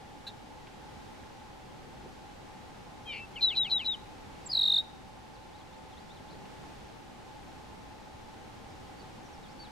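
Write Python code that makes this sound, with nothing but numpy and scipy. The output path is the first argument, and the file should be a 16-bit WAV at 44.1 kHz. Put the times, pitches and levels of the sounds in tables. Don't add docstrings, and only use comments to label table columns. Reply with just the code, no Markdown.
import sys
import numpy as np
from scipy import signal
from scipy.fft import rfft, irfft, next_fast_len
from scipy.io import wavfile
from scipy.ndimage import map_coordinates

SR = 44100
rng = np.random.default_rng(int(sys.argv[2]) if len(sys.argv) > 2 else 0)


def persist_wave(psi):
    counts = np.round(np.clip(psi, -1, 1) * 32767).astype(np.int16)
    wavfile.write(sys.argv[1], SR, np.atleast_2d(counts).T)


N = 428211


def amp(db):
    return 10 ** (np.asarray(db) / 20)


def unit(x):
    return x / np.sqrt(np.mean(x ** 2) + 1e-20)


def along(points, hz):
    freqs, values = np.transpose(points)
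    return np.interp(np.log(hz + 1), np.log(freqs + 1), values)


def span(start, end):
    return start + np.arange(max(round((end - start) * SR), 8)) / SR


def ramp(t, length):
    return np.clip(t / length, 0, 1)


def envelope(t, start, end, attack, release):
    return ramp(t - start, attack) * ramp(end - t, release)


def settle(t, time_s):
    return np.exp(-np.maximum(t, 0) / time_s)


def wobble(t, rate):
    knots = (t - t[0]) * rate
    return map_coordinates(rng.standard_normal(int(knots[-1]) + 4), [knots])


def filtered(x, response):
    n = x.shape[-1]
    padded = next_fast_len(n + 8192)
    return irfft(rfft(x, padded) * response(np.fft.rfftfreq(padded, 1 / SR)), padded)[..., :n]


def band(size, hz, width):
    return unit(filtered(rng.standard_normal(size), lambda f: 1 / (1 + ((f - hz) / width) ** 2)))


def phase_of(hz):
    return 2 * np.pi * np.cumsum(hz) / SR


def track(sounds):
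    out = np.zeros(N)
    for start, sound in sounds:
        part = out[round(start * SR):][:len(sound)]
        part += sound[:len(part)]
    return out


# frequency in Hz, relative noise density in dB.
AIR_SPECTRUM = [(20, -5), (35, -4), (55, 0), (120, -0.5), (280, -1), (450, -4.5), (700, -7), (1200, -11.5),
                (2000, -15), (4000, -20), (7000, -27), (10000, -33), (13500, -39.5), (15500, -44.5)]
# frequency in Hz, left-right correlation.
AIR_CORRELATION = [(25, 1), (60, 0.99), (95, 0.59), (150, 0.18), (330, -0.24), (520, -0.21), (1200, 0.052),
                   (2700, 0.12), (6000, .35), (10000, 0.24)]


def air():
    def mid_and_side(hz):
        angle = np.arccos(np.clip(along(AIR_CORRELATION, hz), -1, 1)) / 2
        return amp(along(AIR_SPECTRUM, hz)) * [np.cos(angle), np.sin(angle)]

    mid, side = filtered(rng.standard_normal((2, N)), mid_and_side)
    level_db = -49 + .6 * wobble(np.arange(N) / SR, 3)
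    return amp(level_db) * unit(np.array([mid + side, mid - side]))


# centre in Hz, relative width, level in dB.
WHIR_BANDS = [(512.6, 25, -70), (768, 32, -62.5), (845.2, 63, -57.5), (877, 14.6, -64.5), (1037, 20, -70.5)]


def whir():
    return sum(amp(db) * band(N, hz, width * .64) for hz, width, db in WHIR_BANDS)


def syrinx_tone(hz, second_db, third_db):
    phase = phase_of(hz)
    return np.sqrt(2) * sum(amp(db) * np.sin(k * phase) for k, db in enumerate([0, second_db, third_db], 1))


def chek(start=.2655, level_db=-37.2, attack_s=.014, decay_db_per_s=720):
    t = span(0, .046)
    push = np.sqrt(ramp(t, attack_s)) * amp(-decay_db_per_s * np.maximum(t - attack_s, 0))
    hz = (3780 + 240 * push) * (1 + .032 * wobble(t, 900))
    flutter = .85 + .4 * band(len(t), 200, 150)
    tone = flutter * syrinx_tone(hz, second_db=-32, third_db=-40)
    side_tones = amp(-16.5) * band(len(t), 1650, 120) + amp(-21) * band(len(t), 2800, 120)
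    hiss = amp(-18) * band(len(t), 3900, 5100)
    return start, amp(level_db) * push * (tone + side_tones + hiss)


# start in seconds, relative level in dB, centre in Hz, length in seconds.
FAINT_TICKS = [(.667, -51, 2400, .012), (1.234, -56, 1900, .006), (2.05, -46.5, 360, .022),
               (6.452, -56, 2600, .014), (6.633, -49, 900, .014)]


def faint_tick(start, db, hz, length):
    t = span(0, length)
    return start, amp(db) * np.sin(np.pi * t / length) * band(len(t), hz, hz / 3)


# crest time, rise and fall in seconds, level in dB.
AIR_SWELLS = [(2.0, .55, .15, -52.5), (6.36, .25, .25, -52)]


def air_swells():
    t = np.arange(N) / SR
    gain = sum(amp(db) * envelope(t, crest - rise, crest + fall, rise, fall)
               for crest, rise, fall, db in AIR_SWELLS)
    return gain * np.array([band(N, 220, 200), band(N, 220, 200)])


def rasp_voice(t, start, end, attack, release, db, fade_db_per_s, from_hz, to_hz, slide_at, slide_s):
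    hz = to_hz + (from_hz - to_hz) * (1 - np.tanh((t - slide_at) / slide_s)) / 2
    fade_db = fade_db_per_s * np.maximum(t - start - attack, 0)
    return hz, envelope(t, start, end, attack, release) * amp(db - fade_db)


def rasp(start=3.051, end=3.257):
    t = span(start, end)
    upper_hz, upper_gain = rasp_voice(t, start, end, attack=.046, release=.014, db=-42, fade_db_per_s=46,
                                      from_hz=3230, to_hz=2660, slide_at=3.122, slide_s=.032)
    lower_hz, lower_gain = rasp_voice(t, 3.062, 3.222, attack=.052, release=.03, db=-41.8,
                                      fade_db_per_s=82, from_hz=2600, to_hz=2315,
                                      slide_at=3.085, slide_s=.026)
    rough = envelope(t, 3.112, 3.222, attack=.022, release=.042)
    flick = np.cumsum(104 * (1 + .12 * wobble(t, 90))) / SR % 1
    bend = 1 + .15 * rough * (flick - .5)
    upper = phase_of(upper_hz * bend * (1 + .027 * rough * wobble(t, 600)))
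    lower = phase_of(lower_hz * bend * (1 + .027 * rough * wobble(t, 497)))
    pair = upper_gain * np.sin(upper) + lower_gain * np.sin(lower)
    coupled = amp(-12) * np.sin(2 * upper - lower) + amp(-26) * np.sin(upper + lower)
    hiss = amp(-14.5) * rough * band(len(t), 4350, 250)
    rattle = amp(-2 * rough * np.cos(2 * np.pi * flick))
    return start, np.sqrt(2) * rattle * (pair + np.sqrt(upper_gain * lower_gain) * (coupled + hiss))


# time of the held note in seconds, begin and end in seconds from it, level in dB,
# held pitch in Hz, accent and second voice in dB relative to the level, fade-in in seconds.
BLACKBIRD_CHIRPS = [(3.287, .068, .124, -29.5, 3800, 0, -22, .014),
                    (3.4363, -.031, .122, -25.5, 3932, 4, -24, .006),
                    (3.581, -.034, .12, -27, 3877, 1.7, -22, .004),
                    (3.7258, -.032, .124, -27.4, 3902, 2.3, -23, .004),
                    (3.872, -.032, .085, -30, 3834, 1.2, -33, .008)]


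def chirp(at, begin, end, level_db, held_hz, accent_db, under_db, fade_in):
    flicks_per_s, ease_s = 115, .011
    break_at, break_s, bend_s, floor_hz = .054, .008, .006, 1800
    rise_db_per_s, sag_db_per_s, fade_db_per_s, sag_hz_per_s = 680, 31, 212, 730
    t = span(begin, end)
    stutter = ramp(-t, ease_s)
    broken = ramp(t - break_at, break_s)
    held_s = np.clip(t, 0, break_at)
    fallen_s = bend_s * np.logaddexp(0, (t - break_at) / bend_s)
    flick = ((t + .004) * flicks_per_s) % 1
    sagging_hz = held_hz + 127 * settle(t, .0125) - sag_hz_per_s * held_s
    hz = floor_hz + (sagging_hz - floor_hz) * settle(fallen_s, .051)
    jitter = (.002 + .014 * stutter + .011 * broken) * wobble(t, 900)
    hz *= 1 + .2 * stutter * (.5 - flick) + jitter
    db = rise_db_per_s * np.minimum(t + ease_s / 2, 0) - sag_db_per_s * held_s
    db += accent_db * np.exp(-(t / .016 - .5) ** 2)
    catch_db = -5.5 * np.exp(-4 * ((t - break_at) / break_s - 1) ** 2)
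    db += catch_db - 3.5 * broken - fade_db_per_s * fallen_s
    gate = 1 + stutter * (.3 - 1.1 * np.cos(np.pi * flick) ** 4) + .3 * broken * wobble(t, 400)
    flutter = 1 + .16 * stutter * np.sin(phase_of(880 * (1 + .1 * wobble(t, 200))))
    hiss = amp(-30) * stutter * band(len(t), 6000, 4000)
    note = amp(db) * (gate * flutter * syrinx_tone(hz, second_db=-59.5, third_db=-42.5) + hiss)
    under_at, under_hz, climb_hz_per_s = .06, 1900, 12500
    under_phase = phase_of((under_hz + climb_hz_per_s * (t - under_at)) * (1 + .01 * wobble(t, 600)))
    under_gain = np.sqrt(2) * amp(under_db) * envelope(t, under_at, .104, attack=.018, release=.012)
    under = under_gain * (np.sin(under_phase) + amp(-12) * np.sin(2 * under_phase))
    return at + begin, amp(level_db) * envelope(t, begin, end, fade_in, release=.01) * (note + under)


def squeak(start=4.457, end=4.482, from_hz=8400, to_hz=7200, level_db=-42.5):
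    t = span(start, end)
    hz = to_hz + (from_hz - to_hz) * settle(t - start, .009)
    gain = amp(level_db) * envelope(t, start, end, attack=.008, release=.007)
    return start, np.sqrt(2) * gain * np.sin(phase_of(hz))


def buzz_sweep(cycle, jump=.26, jump_part=.12, sink_part=.34, gap_db=-16):
    ratio = 1 + jump * ramp(cycle, jump_part) * settle(cycle - jump_part, sink_part)
    late_swell = np.abs(np.sin(np.pi * cycle ** 1.58)) ** 1.4
    return ratio, amp(gap_db) + late_swell


def whistle(start=4.488, end=4.818, level_db=-23.4, grow_db_per_s=9):
    drop_at, drop_hz, base_hz, sag_hz_per_s = 4.503, 1270, 3670, 620
    buzz_at, sweeps_per_s = 4.5115, 46.92
    t = span(start, end)
    hz = base_hz + drop_hz * settle(t - drop_at, .025) - sag_hz_per_s * (t - drop_at)
    db = level_db + grow_db_per_s * (t - t.mean())
    gain = amp(db) * envelope(t, start, end, attack=.074, release=.037)
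    depth = envelope(t, 4.5, 4.804, attack=.02, release=.024)
    hurry_cycles = .62 * (1 - settle(t - buzz_at, .015))
    ratio, swell = buzz_sweep((sweeps_per_s * (t - buzz_at) + hurry_cycles) % 1)
    jitter = (.003 + .018 * (1 - swell) ** 2 * depth) * wobble(t, 900)
    rest = 1 + .09 * ramp(t - drop_at, end - drop_at)
    phase = phase_of(hz * (depth * ratio + (1 - depth) * rest + jitter))
    second = amp(-37.5 + 3.5 * wobble(t, 410)) * np.sin(2 * phase)
    third = amp(-40.3 + 3.5 * wobble(t, 300)) * np.sin(3 * phase)
    sizzle = amp(-45) * band(len(t), 7700, 700) + amp(-55) * band(len(t), 13600, 1000)
    quiver = .1 * depth * wobble(t, 500)
    fundamental = (swell ** depth + quiver) * np.sin(phase)
    overtones = swell ** (.55 * depth) * (second + third + sizzle)
    return start, np.sqrt(2) * gain * (fundamental + overtones)


def far_note(t, hz, db):
    arch = np.abs(np.sin(np.pi * t / t[-1])) ** .49
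    gain = amp(db + 2.4 * wobble(t, 120)) * arch
    return np.sqrt(2) * gain * np.sin(phase_of(hz * (1 + .004 * wobble(t, 385))))


# start in seconds, middle pitch in Hz, sweep in octaves, relative level in dB.
SONGBIRD_SLURS = [(5.337, 4000, -.7, -66), (5.41, 4150, .55, -67), (5.525, 3800, .45, -66),
                  (5.575, 3850, -.7, -66), (5.712, 3700, .55, -66.5), (5.905, 3450, -.5, -64),
                  (5.957, 3800, .7, -62.5), (6.088, 3700, .4, -61), (6.14, 3800, -.7, -64),
                  (6.277, 3950, .65, -61.5), (6.315, 4200, .35, -65), (8.68, 5250, -.3, -68),
                  (9.23, 5900, -.25, -68), (9.318, 5400, -.42, -65), (9.422, 3600, -.48, -62.5),
                  (9.481, 4850, .5, -64)]


def songbird_slur(start, middle_hz, octaves, db, length_s=.05, bow_octaves=.03):
    t = span(0, length_s)
    from_middle = t / length_s - .5
    hz = middle_hz * 2 ** (octaves * from_middle + bow_octaves * (2 * from_middle) ** 2)
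    return start, far_note(t, hz, db)


# start in seconds, pitch in Hz, relative level in dB.
SONGBIRD_ENDINGS = [(8.968, 4540, -62), (9.588, 4500, -52)]


def songbird_ending(start, hz, db, hold_s=.044, drop_s=.054, drop_octaves=.7, drop_db=11):
    t = span(0, hold_s + drop_s)
    drop = ramp(t - hold_s, drop_s)
    return start, far_note(t, hz * 2 ** (-drop_octaves * drop ** 1.2), db - drop_db * np.sqrt(drop))


# frequency in Hz, time to die away by 60 dB in seconds.
MARSH_DECAY = [(1000, .5), (4000, 0.57), (12000, .25)]


def marsh(x, grass_db=-21, tail_db=-26, ground_db=-18.5, ground_delay_s=.0075):
    hz, t, spectra = signal.stft(rng.standard_normal((2, SR // 2)), SR, nperseg=256)
    decay = amp(-60 * t / along(MARSH_DECAY, hz)[:, None])
    tail = signal.istft(spectra * decay, SR, nperseg=256)[1]
    lag = np.arange(tail.shape[1]) / SR
    grass = rng.standard_normal(tail.shape) * amp(-60 * lag / .05) * (lag > .003)
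    echo = amp(grass_db) * grass / np.linalg.norm(grass[0]) + amp(tail_db) * tail / np.linalg.norm(tail[0])
    echo[:, round(ground_delay_s * SR)] += amp(ground_db)
    return x + signal.fftconvolve(x[None], echo, axes=1)[:, :N]


def from_left(x, lean_db, lead_ms):
    sides = np.array([[1], [-1]])
    gain = amp(sides * lean_db / 2)
    return filtered(x, lambda hz: gain * np.exp(sides * 1j * np.pi * hz * lead_ms / 1000))


def scene():
    left = track([rasp()] + [chirp(*row) for row in BLACKBIRD_CHIRPS])
    ahead = track([chek(), squeak(), whistle()])
    songbird = track([songbird_slur(*row) for row in SONGBIRD_SLURS])
    songbird += track([songbird_ending(*row) for row in SONGBIRD_ENDINGS])
    ticks = track([faint_tick(*row) for row in FAINT_TICKS])
    blackbird = from_left(marsh(left), lean_db=2.9, lead_ms=.036) + marsh(ahead)
    distant = amp(-.5) * marsh(songbird + ticks, grass_db=-8, tail_db=-11)
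    return blackbird + distant + air() + whir() + air_swells()


def record(dry, top_hz=15700):
    return filtered(dry, lambda hz: hz < top_hz)


dry = scene()
out = record(dry)
persist_wave(out)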